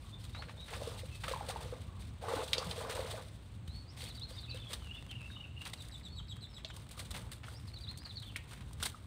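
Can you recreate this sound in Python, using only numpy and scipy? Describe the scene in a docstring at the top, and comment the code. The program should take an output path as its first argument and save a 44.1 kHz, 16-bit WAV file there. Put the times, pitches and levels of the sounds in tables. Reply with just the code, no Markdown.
"""Canal bank: a wet mesh keepnet is hauled out of the water.
Each pull sheds a rush that sprays (noisy drop impacts) and gurgles (ringing bubbles); the mesh slaps
and drips, the hoops knock lightly. Small birds whistle in the bushes, with one thin, faint, very high
ping, over the low rumble of distant traffic and open-air hiss."""
import sys
import numpy as np
from scipy import signal
from scipy.fft import rfft, irfft
from scipy.io import wavfile
from scipy.ndimage import uniform_filter1d

SR = 44100
rng = np.random.default_rng(int(sys.argv[2]) if len(sys.argv) > 2 else 0)


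def to_wav(sig):
    """Store sig (one row per channel, or 1-D mono) as 16-bit WAV at the path in sys.argv[1].

    Samples outside -1..1 are clipped; the rate is SR.
    """
    pcm = np.clip(np.atleast_2d(sig), -1, 1) * 32767
    pcm = np.round(pcm).astype(np.int16)
    wavfile.write(sys.argv[1], SR, pcm.T)  # frames by channels


N = 399546

# Table levels are relative, ahead of each layer's gain.
# water shed per pull (start [s], length [s], spray level [dB], churn level [dB])
PULLS = [(0.353, 0.25, -90, -59), (0.7, 0.24, -55, -50), (1.239, 0.2, -66, -49.5),
         (1.456, 0.3, -60.5, -50.5), (1.987, 0.029, -58.5, -70), (2.208, 0.087, -56, -44.5),
         (2.27, 0.13, -52, -39.5), (2.413, 0.098, -51.5, -54), (2.507, 0.24, -54, -46),
         (2.753, 0.43, -53.5, -44.5), (3.96, 0.11, -53, -69), (4.282, 0.024, -55.5, -60),
         (4.69, 0.014, -49, -47.5), (5.584, 0.24, -66, -66), (6.73, 0.041, -59, -59.5),
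         (6.959, 0.047, -55.5, -57), (7.087, 0.17, -65, -58), (7.446, 0.098, -62.5, -60),
         (8.468, 0.045, -61.5, -71), (8.792, 0.059, -54, -56)]
# wet mesh slaps (time [s], level [dB], t60 [s], body weight [dB])
MESH_SPLASHES = [(0.2376, -48, 0.12, -28), (0.345, -67.5, 0.18, 18), (0.421, -62, 0.1, 15.5),
                 (0.484, -63.5, 0.13, 15.5), (0.679, -62, 0.19, 14), (0.7336, -46, 0.15, 4),
                 (0.833, -42, 0.033, -24), (1.2356, -41.5, 0.13, 2.5), (1.279, -42, 0.45, -4),
                 (1.485, -42, 0.28, -10), (1.605, -45.5, 0.19, -15), (2.5314, -25, 0.042, -26),
                 (2.896, -39, 0.12, 0.5), (2.949, -40.5, 0.2, -11), (3.6755, -48, 0.071, -12),
                 (4.5435, -50, 0.26, -6.5), (4.7311, -28.5, 0.068, -29), (5.111, -39.5, 0.025, -13),
                 (5.615, -44, 0.081, -8), (5.652, -40, 0.17, -11), (5.733, -34, 0.043, -33),
                 (6.58, -56.5, 0.093, 8), (6.7, -60.5, 0.056, 14), (6.909, -48.5, 0.22, -31),
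                 (6.992, -36, 0.082, -11), (7.1063, -36.5, 0.093, -33), (7.141, -45, 0.31, -2.5),
                 (7.3152, -42, 0.18, -19), (7.432, -61, 0.11, 16.5), (7.911, -48.5, 0.038, 1),
                 (8.051, -58, 0.23, 3.5), (8.2219, -46, 0.061, -9), (8.3612, -35.5, 0.061, -35),
                 (8.509, -50, 0.24, -1.5), (8.607, -52, 0.061, 8), (8.8, -42, 0.046, 0),
                 (8.8265, -25.5, 0.07, -31), (8.8525, -30.5, 0.14, -29)]
# run-off between rushes (time [s], level [dB])
RUNOFF = [(0, -67.5), (.6, -64.5), (1.2, -60), (1.9, -71), (3.4, -72), (4.2, -71), (5.2, -66), (5.5, -75),
          (5.8, -67.5), (6.25, -82), (7.3, -71.5), (8.1, -73.5), (9.05, -74)]
# single drops on mesh and grass (time [s], level [dB])
DROP_TICKS = [(4.04, -43), (4.1958, -46), (5.6989, -47), (5.8222, -45), (5.8853, -47), (6.765, -40.5),
              (6.8907, -47), (6.9144, -44.5), (7.677, -59), (7.787, -52), (7.8336, -57), (7.9742, -40.5),
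              (7.9848, -46), (8.199, -48), (8.4033, -58), (8.732, -45.5)]
# drop impact spectrum (frequency [Hz], level [dB])
SPRAY_SPECTRUM = [(600, -11), (1100, -9.5), (1750, -9), (2300, -13), (3600, -0.5), (4700, -6.5),
                  (5400, -13), (7200, -13), (8700, -5.5), (10300, -15.5), (12300, -20), (15600, -19)]
# favoured bubble sizes (centre [Hz], half-width [Hz], level [dB])
BUBBLE_BANDS = [(507.6, 83, -6.5), (860.6, 211, -6.5), (1314, 230, -10)]
# large bubbles (time [s], level [dB], nominal pitch [Hz])
LARGE_BUBBLES = [(0.392, -45, 800), (0.424, -41, 1410), (0.73, -39.5, 840), (0.819, -34, 570),
                 (0.872, -36, 460), (1.033, -42, 522), (1.28, -34, 1290), (1.312, -32, 521),
                 (1.336, -30, 1034), (1.361, -34.5, 900), (1.409, -32.5, 810), (1.486, -35, 520),
                 (1.56, -33, 870), (1.498, -35, 760), (1.655, -43, 485), (1.724, -36.5, 495),
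                 (2.238, -36.5, 780), (2.335, -32.5, 492), (2.362, -39, 294), (2.388, -36, 452),
                 (2.581, -31, 492), (2.662, -38.5, 167), (2.778, -38.5, 497), (2.813, -35.5, 593),
                 (2.896, -39, 474), (2.955, -37, 507), (2.991, -29.5, 522), (3.14, -37, 610),
                 (4.03, -48, 506), (4.31, -47.5, 530), (4.544, -45, 500), (6.648, -46, 630),
                 (5.302, -45.5, 1590), (6.976, -44, 1160), (7.483, -40.5, 1360), (8.826, -32, 1420),
                 (8.945, -42.5, 1240)]
# hoop knocks (time [s], level [dB], ring [Hz])
HOOP_KNOCKS = [(2.532, -7.5, 3520), (2.581, -13.5, 4340), (2.7114, -21.5, 3670), (6.647, -23, 3740),
               (8.3595, -19.5, 2270)]
# single bird notes, plus one thin, faint, very high ping
# (time [s], length [s], first [Hz], middle [Hz], last [Hz], level [dB])
NOTES_AND_PING = [(0.005, 0.19, 1180, 1104, 990, -74.5), (0.123, 0.029, 3510, 3580, 3570, -58.5),
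                  (0.325, 0.1, 3650, 3950, 4590, -59.5), (0.564, 0.089, 3420, 3870, 3810, -60),
                  (1.1, 0.076, 2660, 2620, 2500, -64), (1.855, 0.16, 1150, 1112, 970, -69.5),
                  (3.657, 0.18, 3420, 4410, 4430, -64), (4.362, 0.035, 3840, 3730, 3500, -56.5),
                  (4.468, 0.092, 2630, 2654, 2590, -61.5), (4.603, 0.13, 3650, 3380, 3360, -62.5),
                  (4.791, 0.13, 3150, 2860, 2650, -63), (4.923, 0.065, 3050, 3450, 3680, -61),
                  (5.086, 0.055, 3280, 3045, 2550, -57.5), (5.18, 0.096, 2700, 2646, 2810, -58),
                  (5.286, 0.11, 3730, 3750, 3630, -62.5), (6.065, 0.12, 4300, 4390, 4380, -67.5),
                  (6.48, 0.085, 5500, 5240, 5130, -73), (8.257, 0.029, 11950, 11950, 11900, -77),
                  (8.33, 0.09, 2200, 3500, 1880, -65.5)]
# warbler phrase (offset [s], length [s], first [Hz], middle [Hz], last [Hz], level [dB])
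WARBLE = [(0, 0.046, 4700, 4930, 5860, -60.5), (0.136, 0.018, 5340, 4560, 3920, -56),
          (0.195, 0.024, 4280, 4380, 4570, -57), (0.221, 0.0236, 4090, 4050, 3400, -52.5),
          (0.27, 0.021, 4620, 4670, 4300, -54.5), (0.298, 0.019, 4220, 3880, 3520, -51.5),
          (0.335, 0.039, 3220, 4185, 4270, -47.5), (0.436, 0.06, 4400, 4670, 5320, -63.5),
          (0.51, 0.017, 5050, 4520, 3900, -50.5), (0.555, 0.028, 4270, 3860, 3300, -52),
          (0.616, 0.037, 4550, 4400, 3500, -49.5), (0.678, 0.029, 4180, 3660, 2770, -54.5),
          (0.71, 0.069, 3500, 3550, 2380, -58)]
# phrase entries (time [s], gain [dB])
WARBLE_STARTS = [(3.873, -4.5), (7.536, -3)]
# another bird's short pips (time [s], pitch [Hz], level [dB])
BIRD_PIPS = [(4.902, 2870, -53.5), (4.938, 2940, -54.5), (4.973, 2840, -56), (5.11, 2833, -55),
             (5.151, 2900, -54), (5.358, 2970, -56), (5.399, 2927, -53.5), (5.437, 2766, -54),
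             (5.564, 2870, -53), (5.608, 2844, -52)]
# nearer bird's repeated falling note (time [s], held [Hz], last [Hz], level [dB])
NEAR_TRILL = [(5.778, 4010, 3570, -57.5), (5.917, 4000, 3520, -55.5), (6.035, 3950, 3430, -55),
              (6.159, 3940, 3020, -55), (6.286, 3950, 3130, -52), (6.411, 4100, 3550, -54.5),
              (6.54, 3970, 3250, -56), (6.676, 3860, 2890, -57)]
# traffic rumble and hiss (frequency [Hz], level [dB])
AIR_SPECTRUM = [(30, -24), (42, -12.5), (54, 2.5), (105, 1), (160, -8), (220, -13), (420, -24.5),
                (1100, -29), (1800, -34.5), (3900, -35), (5300, -49), (7200, -46.5), (8600, -41),
                (11500, -73), (15600, -49)]

LIFTED_S = 3.9  # net clear of the water, dripping
NEAR_S, NEAR_TREBLE_DB = 5.8, 2  # net held close: brighter drops
RISE_S, SAG_DB, SPRAY_DRAIN_DB_PER_S, CHURN_DRAIN_DB_PER_S = 0.023, -3, 133, 229
AIR_DB, CUTOFF_HZ = -49, 15650


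def spray():
    """Fine drops land in clumps, many ringing; splashes crack, then crackle; single drops tick."""
    t = np.arange(N) / SR
    fine = patter(per_s=600, spread_db=-1, ring_s=.0045) + .61 * rng.standard_normal(N)
    crackle = patter(per_s=450, spread_db=3.5, ring_s=.0022) + .65 * rng.standard_normal(N)
    splash_env, body_env, crack_env, tick_env = impact_envelopes()
    trickle = gain_of(np.interp(t, *np.transpose(RUNOFF)) + 2.5 * drift(per_s=18) - 2.5)  # spurts
    flow = np.hypot(trickle, rushes(column=2, drain_db_per_s=SPRAY_DRAIN_DB_PER_S))
    flow *= gain_of(5 + 2.05 * drift(per_s=41))
    slap = unit_rms(band(patter(per_s=900, spread_db=6.5, ring_s=.0078), 810, 2830))
    stray = coloured(patter(per_s=40, spread_db=3.5, ring_s=.0016), SPRAY_SPECTRUM[4:])
    crack = coloured(rng.standard_normal(N), SPRAY_SPECTRUM)
    ringing = sum(bubble_train(bubble(hz, cycles=8, rise=.07), per_s=60, spread_db=2.5)
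                  for hz in np.geomspace(1900, 5500, 8))
    out = gain_of(-2) * coloured(fine, SPRAY_SPECTRUM) * flow
    out += gain_of(-4) * coloured(crackle, SPRAY_SPECTRUM) * splash_env
    out += gain_of(-8.5) * unit_rms(ringing) * np.hypot(flow, .5 * splash_env)
    out += crack * crack_env + unit_rms(band(crack, 3500, 22000)) * tick_env
    out += gain_of(-71) * stray * (t > LIFTED_S)
    treble = band(out, 5000, 20000) * (t > NEAR_S)
    return out + (gain_of(NEAR_TREBLE_DB) - 1) * treble + slap * body_env


def impact_envelopes():
    """Exponential decays: splash, its lower body, its opening crack, drop tick."""
    splash, body, crack, tick = np.zeros((4, N))
    t = np.arange(SR // 4) / SR
    for s, db, t60_s, body_db in MESH_SPLASHES:
        burst = gain_of(db - 60 * t / t60_s) * (1 - np.exp(-t / .0015))
        add(splash, s, burst)
        add(body, s, burst * gain_of(body_db))
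        add(crack, s, burst * .5 * np.exp(-t / .0082))
    for s, db in DROP_TICKS:
        add(tick, s, gain_of(db - 4.5) * np.exp(-t / .0045))
    return splash, body, crack, tick


def rushes(column, drain_db_per_s):
    """Power-summed envelope of the rushes: each swells, sags, drains away."""
    power, t = np.zeros(N), np.arange(SR) / SR
    for row in PULLS:
        s, length_s, db = row[0], row[1], row[column]
        shape_db = SAG_DB * np.minimum(t / length_s, 1) - drain_db_per_s * np.maximum(t - length_s, 0)
        add(power, s, (np.minimum(t / RISE_S, 1) * gain_of(db + shape_db)) ** 2)
    return np.sqrt(power)


def drops(per_s, spread_db):
    """Random impact train, uneven in size."""
    size = gain_of(spread_db * np.minimum(rng.exponential(1, N), 4)) * rng.choice([-1., 1.], N)
    return size * (rng.random(N) < per_s / SR)


def patter(per_s, spread_db, ring_s):
    """Noise flaring with each small impact."""
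    flares = signal.lfilter([1], [1, -np.exp(-1 / (ring_s * SR))], abs(drops(per_s, spread_db)))
    return unit_rms(flares * rng.standard_normal(N))


def gurgle():
    """Bubble swarm surging with each rush, drips once lifted, single large bubbles."""
    swarm, drips = np.zeros((2, N))
    for hz, half_width_hz, db in BUBBLE_BANDS:
        for offset, z in zip(np.linspace(-1, 1, 8), rng.standard_normal(8)):
            ring = bubble(hz + half_width_hz * offset, cycles=5 * np.exp(.25 * z), rise=.05)
            swarm += gain_of(db) * bubble_train(ring, per_s=36, spread_db=2.8)
    for hz in np.geomspace(950, 2700, 8):
        drips += bubble_train(bubble(hz, cycles=2.5, rise=.08), per_s=5, spread_db=2.5)
    wash = band(rng.standard_normal(N), 145, 2300)
    surges = rushes(column=3, drain_db_per_s=CHURN_DRAIN_DB_PER_S) * gain_of(-1 + 2 * drift(per_s=48))
    out = surges * unit_rms(unit_rms(swarm) + .34 * unit_rms(wash))
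    out += gain_of(-72.5) * unit_rms(drips) * (np.arange(N) > LIFTED_S * SR)
    for s, db, hz in LARGE_BUBBLES:
        decay_jitter, rise_jitter = rng.uniform(-1.2, 1, 2)
        ring = bubble(.992 * hz, cycles=5.13 * np.exp(.17 * decay_jitter), rise=.01 * (1 + rise_jitter))
        add(out, s, gain_of(db + 5.5) * ring)
    return out


def bubble(hz, cycles, rise):
    """Damped sine; pitch climbs as the bubble nears the surface."""
    u = np.arange(int(4 * cycles * SR / hz)) / SR * hz / cycles
    return (1 - np.exp(-9 * u)) ** 2 * np.exp(-1.6 * u) * np.sin(2 * np.pi * cycles * (u + rise * u ** 2))


def bubble_train(ring, per_s, spread_db):
    """One bubble ring per random impact."""
    return signal.oaconvolve(drops(per_s, spread_db), ring)[:N]


def hoop_knocks():
    """Brief ring, its reflection off the water, a scattered tail."""
    out, t = np.zeros(N), np.arange(SR // 8) / SR
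    for s, db, hz in HOOP_KNOCKS:
        ring = (1 - np.exp(-t / .00031)) * np.exp(-t / .00039) * np.sin(2 * np.pi * hz * t)
        ring = band(ring, .65 * hz, 2 * hz)  # thin hoop: no low body
        tail = unit_rms(band(rng.standard_normal(len(t)), .63 * hz, 1.29 * hz)) * np.exp(-t / .0082)
        add(out, s + .000693, gain_of(db + 3.5) * ring)
        add(out, s + .0029, gain_of(db - 3.5) * ring)
        add(out, s, gain_of(db - 20) * tail)
    return out


def birds_and_ping():
    """Single bird notes, a warbler's phrase sung twice, pips, a nearer trill; one faint high ping."""
    out = np.zeros(N)
    for s, *row in NOTES_AND_PING:
        add(out, s, note(*row))
    for start_s, gain_db in WARBLE_STARTS:
        for offset_s, *glide, db in WARBLE:
            add(out, start_s + offset_s, note(*glide, db + gain_db))
    for s, hz, db in BIRD_PIPS:
        add(out, s, note(.0202, .94 * hz, hz, .99 * hz, db))
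    for s, held_hz, last_hz, db in NEAR_TRILL:  # hold, downward hook, opening tick
        add(out, s, note(.036, held_hz, .98 * held_hz, .95 * held_hz, db - 4, [-12, -27]))
        add(out, s + .022, note(.026, held_hz, .5 * (3600 + last_hz), last_hz, db - 2.5, [-23]))
        add(out, s - .004, note(.0067, 5600, 4470, held_hz, db - 8))
    return out


def note(length_s, first_hz, middle_hz, last_hz, db, overtones_db=()):
    """Gliding tone; trembles in pitch and level, swells towards its end."""
    u = np.arange(int(length_s * SR)) / (length_s * SR)
    pitch_shake, level_shake = uniform_filter1d(rng.standard_normal((2, SR // 4)), 130)[:, :len(u)]
    glide_hz = np.interp(u, [0, .5, 1], [first_hz, middle_hz, last_hz])
    glide_hz = uniform_filter1d(glide_hz, len(u) // 5 + 1, mode="nearest")
    turns = np.cumsum(glide_hz + 650 * pitch_shake) / SR
    tone = sum(gain_of(d) * np.sin(2 * np.pi * k * turns) for k, d in enumerate([0, *overtones_db], 1))
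    envelope = gain_of(db + 33.6 * level_shake + 6.4 * u) * signal.windows.tukey(len(u), .45)
    return np.sqrt(2) * envelope * tone


def traffic_and_air():
    """Distant rumble and hiss; a faint engine drone wavers inside."""
    noise = coloured(rng.standard_normal(N), AIR_SPECTRUM) * gain_of(.8 * drift(per_s=3))
    flutter = (gain_of(1.5 * drift(per_s=11)) - 1) * band(noise, 48, 390)
    drone_hz = 107 + 7 * drift(per_s=9.07)
    drone = np.sin(2 * np.pi * np.cumsum(drone_hz) / SR) * gain_of(-8.5 + 3.5 * drift(per_s=5.5))
    return gain_of(AIR_DB) * (noise + flutter + drone)


def bank_echoes(x, wet_db):
    """x plus echoes off bushes and far bank: quick cluster, faint long tail."""
    t = np.arange(SR // 3) / SR
    echoes = rng.choice([-1., 1.], len(t)) * (rng.random(len(t)) < .25) * (t > .004)
    echoes *= gain_of(-60 * t / .11) + .3 * gain_of(-60 * t / .7)
    return x + gain_of(wet_db) * signal.oaconvolve(x, echoes / np.linalg.norm(echoes))[:N]


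def gain_of(db):
    """dB to amplitude."""
    return 10 ** (np.asarray(db) / 20)


def unit_rms(x):
    """Scale to rms 1."""
    return x / np.sqrt(np.mean(x ** 2) + 1e-20)


def add(mix, s, sound):
    """Mix in at time s."""
    part = mix[round(s * SR):][:len(sound)]
    part += sound[:len(part)]


def coloured(x, points):
    """Filter by (frequency [Hz], level [dB]) points; unit rms."""
    points_hz, db = np.transpose(points)
    hz = np.fft.rfftfreq(len(x), 1 / SR)
    response = gain_of(np.interp(np.log(hz + 1), np.log(points_hz + 1), db))
    return unit_rms(irfft(rfft(x) * response, len(x)))


def band(x, lo_hz, hi_hz):
    """Band-pass."""
    return signal.sosfilt(signal.butter(2, [lo_hz, hi_hz], "bandpass", fs=SR, output="sos"), x)


def drift(per_s):
    """Slow random wander, unit rms."""
    size = int(SR / per_s)
    return unit_rms(uniform_filter1d(uniform_filter1d(rng.standard_normal(N), size), size))


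def scene():
    """Mono mix; birds are far, so more echoed than the water."""
    mix = traffic_and_air() + spray()
    mix += bank_echoes(gurgle() + hoop_knocks(), wet_db=-9)
    mix += bank_echoes(birds_and_ping(), wet_db=-3.5)
    return mix[None]


def record(dry):
    """Steep low-pass."""
    return signal.oaconvolve(dry, signal.firwin(511, CUTOFF_HZ, window=("kaiser", 9), fs=SR)[None], "same")


dry = scene()
out = record(dry)
to_wav(out)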